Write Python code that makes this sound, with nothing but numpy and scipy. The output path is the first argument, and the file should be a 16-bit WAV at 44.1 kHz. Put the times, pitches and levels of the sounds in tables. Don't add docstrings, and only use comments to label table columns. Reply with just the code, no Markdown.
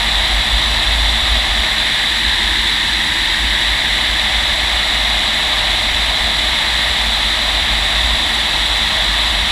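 import sys
import numpy as np
from scipy import signal
from scipy.io import wavfile
from scipy.ndimage import uniform_filter1d

SR = 44100
rng = np.random.default_rng(int(sys.argv[2]) if len(sys.argv) > 2 else 0)


def file_out(sig):
    cols = np.atleast_2d(sig).T
    lim = np.clip(cols, -1, 1)
    pcm = np.round(lim * 32767).astype(np.int16)
    wavfile.write(sys.argv[1], SR, pcm)


def attenuation_scalar(level_db):
    decades = np.asarray(level_db, float) / 20
    return 10 ** decades


N = 419391

# start_s, length_s, level_db, pitch_hz
GUSTS = [(0.0, 0.3, -25, 49.2), (.32, .1, -18, 51.1), (0.507, .08, -17.5, 50.8), (.62, 0.12, -22.5, 51.8),
         (0.86, 0.31, -18, 52.6), (1.27, 0.18, -18, 52.1), (1.476, 0.16, -22, 53),
         (2.22, 0.091, -22.5, 51.7), (2.41, 0.21, -26.5, 50.1), (2.903, 0.14, -27, 52.1),
         (3.19, .09, -25, 51.1), (3.38, .17, -23, 52.02), (3.66, 0.096, -25, 52.3),
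         (3.829, 0.24, -29, 52.8), (4.067, 0.12, -24.5, 54.7), (4.325, .13, -23, 53.8),
         (4.58, 0.09, -24.5, 54), (4.719, .47, -24.5, 52.4), (5.652, 0.12, -20, 50),
         (5.939, .19, -22.5, 53.8), (6.19, 0.354, -24.5, 53.1), (6.68, 0.28, -27.5, 54),
         (6.999, .11, -26, 51.4), (7.181, .18, -28, 52), (7.429, 0.16, -21.5, 50.5),
         (7.701, .16, -21.5, 52.8), (7.929, 0.23, -21.5, 53), (8.23, .28, -30.5, 53.5),
         (8.59, 0.32, -28, 52.7), (8.97, .52, -24.5, 51.9)]
# time_s, sideslip (0 straight, 1 slipping
FLIGHT = [(0, -.1, 0.3), (.9, .15, .01), (1.6, .01, 0.55), (1.95, .3, 1), (2.3, .9, 0.77),
          (2.7, 1.05, 0.81), (3.3, .9, 0.85), (3.7, .45, .95), (4.2, .15, .8), (4.8, -.1, .45),
          (5.8, -.15, 0.33), (6.6, .01, 0.42), (7.1, .15, .1), (7.8, -.05, 0.39), (8.5, .15, .01),
          (9.51, .01, 0.14)]

# pitch_hz, level_db (per Hz)
BUFFET_COLOUR = [(2, -35), (6, -32), (13, -22), (26, -20), (37, -9), (52, -6), (64, -11.5), (72, -9),
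                 (85, -17.5), (108, -23)]
# pitch_hz, level_db (per Hz)
RUSH_STRAIGHT = [(1448, -12), (1754, -2.5), (1916, 0.0), (2034, -1.2), (2083, -1.5), (2131, -2.5),
                 (2185, -0.5), (2250, -3.5), (2293, -14), (2336, -6), (2427, -7.5), (2497, -2)]
# pitch_hz, level_db (per Hz)
RUSH_SLIPPING = [(1448, -14), (1577, -7), (1701, -2), (1846, 0.5), (1943, -0.5), (2072, -1.5), (2180, -3.5),
                 (2260, -6), (2400, -9), (2497, -12)]
# pitch_hz, level_db (per Hz)
ROAR_STRAIGHT = [(371, -11), (516, -10.5), (549, -9.5), (608, -0.3), (645, -0.5), (689, -2.5), (748, 1),
                 (829, -1.5), (882, 0), (1001, -1.5), (1065, -2.5), (1232, -3.5), (1367, -6), (1448, -7)]
# pitch_hz, level_db (per Hz)
ROAR_SLIPPING = [(371, -12), (414, -12.5), (500, -12.5), (613, -7.5), (710, -7), (915, 0.5), (1001, -1.3),
                 (1087, -5.5), (1297, -5.5), (1361, -6.5), (1448, -12)]
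# pitch_hz, level_db (per Hz)
WASH_STRAIGHT = [(107, -4), (145, -3.5), (183, -6.5), (225, -3.5), (258, -7), (322, -5), (345, -7.5),
                 (371, -9.5)]
# pitch_hz, level_db (per Hz)
WASH_SLIPPING = [(107, -3), (183, -6), (226, -1), (274, -5.5), (328, -1.5), (349, -1), (371, -15)]
# pitch_hz, level_db (per Hz)
CASE_COLOUR = [(2497, -10), (2637, -7.5), (2729, -12), (2793, -9), (2976, -6), (3090, -6.5), (3219, -6),
               (3348, -2.5), (3461, 0.1), (3870, -0.5), (4021, -1.5), (4123, -4.5), (4204, -11.5),
               (4279, -14)]
# pitch_hz, level_db (per Hz)
SEAM_COLOUR = [(4279, -6), (4344, -4.5), (4398, 0), (4613, -4.5), (4769, 0), (4801, -0.5), (4914, -8.5),
               (5097, -11.5), (5184, -7), (5318, -11), (5512, -8), (5722, -6), (5857, -10.5), (6077, -18)]
# pitch_hz, level_db (per Hz)
HISS_COLOUR = [(6072, -7.5), (6260, -4.5), (6567, -8), (6809, -4), (6992, -5), (7127, -3.5), (7342, -4.5),
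               (7730, 0), (7848, -1), (8123, -3.5), (8371, -9), (8618, -7), (8952, -12), (9173, -11.2)]
# pitch_hz, level_db (per Hz)
FIZZ_COLOUR = [(9173, -8), (9765, -6), (10174, -1), (10379, 0.5), (10675, -2.5), (11170, -13.5),
               (11261, -14.5), (12812, -9.9), (13049, -11), (13528, -15.8), (14179, -16.5), (14583, -18.9),
               (15110, -19), (15500, -18.5)]
# time_s, low_hz, high_hz
UNEVEN_BANDS = [(0.672, 5684, 6890), (0.974, 8260, 9646), (2.157, 4240, 5220), (2.157, 5684, 6930),
                (3.131, 13006, 15400), (3.318, 4280, 5167), (3.318, 10249, 11800), (4.479, 4250, 5700),
                (5.479, 14000, 15350), (6.686, 7540, 8980), (6.894, 4250, 5160), (6.894, 6210, 11714),
                (8.381, 4220, 5254), (8.381, 8240, 11060), (8.381, 13092, 15060), (9.287, 4220, 5700),
                (9.287, 10300, 13800)]


def throb():
    t = np.arange(N) / SR
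    start_s, length_s, _, pitch_hz = np.transpose(GUSTS)
    wander = rng.standard_normal((N, 2)).T
    waver, flutter = uniform_filter1d(uniform_filter1d(wander, 2000), 2000)
    hz = np.interp(t, start_s + length_s / 2, pitch_hz) * (1 + 0.0328 * evened(waver))
    swing = uniform_filter1d(gusts(), size=900) * attenuation_scalar(1.1 * evened(flutter))
    return np.sqrt(2) * swing * np.sin(2 * np.pi * np.cumsum(hz) / SR)


def gusts():
    swell_s, calm_db = 0.056, -33
    t = np.linspace(0, N / SR, num=4000)
    start_s, length_s, level_db, _ = np.transpose(GUSTS)[:, :, None]
    to_edge_s = np.minimum(t - start_s, start_s + length_s - t)
    edge = np.clip(to_edge_s / swell_s + 0.5, 0, 1)
    each = attenuation_scalar(level_db) * np.sin(np.pi / 2 * edge) ** 2
    swing = np.maximum(attenuation_scalar(calm_db), each.max(axis=0))
    return np.interp(np.arange(N) / SR, t, swing)


def buffet():
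    hz, t = spectrum_grid(size=4096)
    linger = int(0.41 * SR)
    power = uniform_filter1d(uniform_filter1d(gusts() ** 2, linger), linger)
    rise_db = 10 * np.log10(power / power.mean())
    level_db = -29 + 0.74 * np.interp(t, np.arange(N) / SR, rise_db)
    field_db = colour(BUFFET_COLOUR, hz)[:, None] + level_db
    return turbulence(field_db, patchy_db=0.95, flicker_db=0.67, patch_bins=2.7, patch_frames=8.4)


def rush():
    hz, t = spectrum_grid(size=1024)
    level_db = following(t, steady=-23, per_slip=-0.15, per_draught=2.5)
    field_db = blended(RUSH_STRAIGHT, RUSH_SLIPPING, hz, column(FLIGHT, 1, t)) + level_db
    return turbulence(field_db, patchy_db=0.4, flicker_db=0.34, patch_bins=6.5, patch_frames=12)


def roar():
    hz, t = spectrum_grid(size=2048)
    hollow = following(t, steady=0.11, per_slip=1.34, per_draught=-0.4)
    level_db = following(t, steady=-26, per_slip=-1.5, per_draught=-1.96)
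    field_db = blended(ROAR_STRAIGHT, ROAR_SLIPPING, hz, hollow) + level_db
    return turbulence(field_db, patchy_db=0.41, flicker_db=0.16, patch_bins=8.8, patch_frames=12)


def wash():
    hz, t = spectrum_grid(size=4096)
    level_db = following(t, steady=-35.5, per_slip=2, per_draught=-0.7)
    field_db = blended(WASH_STRAIGHT, WASH_SLIPPING, hz, column(FLIGHT, 1, t)) + level_db
    return turbulence(field_db, patchy_db=0.4, flicker_db=0.31, patch_bins=8, patch_frames=7.2)


def hiss():
    hz, t = spectrum_grid(size=1024)
    swell_db = following(t, steady=0.16, per_slip=0.1, per_draught=-0.5)
    case_db = colour(CASE_COLOUR, hz)[:, None] - 17.5 + swell_db
    case = turbulence(case_db, patchy_db=0.32, flicker_db=0.16, patch_bins=7.2, patch_frames=17)
    top_power = 0
    for points, level_db in [(SEAM_COLOUR, -32), (HISS_COLOUR, -36), (FIZZ_COLOUR, -39)]:
        top_power = top_power + attenuation_scalar(colour(points, hz) + level_db) ** 2
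    top_db = 10 * np.log10(top_power)
    top_db = np.where(hz < 15290, top_db, -200)[:, None] + swell_db
    return case + turbulence(top_db, patchy_db=0.46, flicker_db=0.39, patch_bins=16, patch_frames=3.2)


def hum():
    pitch_hz, width_hz, level_db = 222.9, 18, -42
    turn = np.exp(2j * np.pi * pitch_hz * np.arange(N) / SR)
    r = np.exp(-np.pi * width_hz / SR)
    slow = signal.lfilter([1], [1, -2 * r, r * r], rng.standard_normal(N) / turn)
    return attenuation_scalar(level_db) * evened((slow * turn).real)


def turbulence(field_db, patchy_db, flicker_db, patch_bins, patch_frames):
    bins, frames = field_db.shape
    real, imaginary, patches = rng.standard_normal((frames, bins, 3)).T
    patches = uniform_filter1d(patches, int(patch_bins), 0)
    patches = evened(uniform_filter1d(patches, int(patch_frames), 1))
    flicker = rng.standard_normal(frames)
    strength = attenuation_scalar(field_db + patchy_db * patches + flicker_db * flicker)
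    size = 2 * (bins - 1)
    spectra = (real + 1j * imaginary) * strength
    noise = signal.istft(spectra, nperseg=size, noverlap=3 * size // 4)[1][:N]
    return evened(noise) * np.sqrt(np.mean(np.sum(attenuation_scalar(field_db) ** 2, axis=0)))


def blended(straight, slipping, hz, slip):
    slip = np.clip(slip, -0.5, 1.3)
    return np.outer(colour(straight, hz), 1 - slip) + np.outer(colour(slipping, hz), slip)


def following(t, steady, per_slip, per_draught):
    return steady + per_slip * column(FLIGHT, 1, t) + per_draught * column(FLIGHT, 2, t)


def colour(points, hz):
    f, db = np.transpose(points)
    db = np.interp(np.log(hz + 1), np.log(f + 1), db, left=-200, right=-200)
    return db - 10 * np.log10(np.sum(attenuation_scalar(db) ** 2))


def spectrum_grid(size):
    return np.fft.rfftfreq(size, 1 / SR), np.arange(4 * N // size + 5) * size / (4 * SR)


def column(rows, index, t):
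    rows = np.asarray(rows)
    return np.interp(t, rows[:, 0], rows[:, index])


def evened(x):
    return x / np.sqrt(np.mean(x ** 2) + 1e-20)


def scene():
    air = throb() + buffet() + wash() + hum() + roar() + rush() + hiss()
    return np.array([air, air])


def uneven_treble(mono):
    hop, offset = 1024, 966
    side, n = np.zeros(N), np.arange(2 * hop)
    window = np.sin(np.pi * (n + 0.5) / (2 * hop))
    backwards = mono[::-1]
    for time_s, low_hz, high_hz in UNEVEN_BANDS:
        start = offset + hop * (round((time_s * SR - offset) / hop) - 1)
        k = np.arange(int(low_hz * 2 * hop / SR), int(high_hz * 2 * hop / SR))
        waves = window * np.cos(np.pi / hop * np.outer(k + 0.5, n + 0.5 + hop / 2))
        strengths = waves @ backwards[start:start + 2 * hop]
        side[start:start + 2 * hop] += strengths @ waves * 2 / hop
    return attenuation_scalar(-3.0) * side


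def low_pass(x):
    return signal.sosfilt(signal.butter(12, 15380, fs=SR, output="sos"), x)


def record(dry):
    side = uneven_treble(dry[0])
    mix = dry + np.array([side, -side])
    return low_pass(mix)


dry = scene()
out = record(dry)
file_out(out)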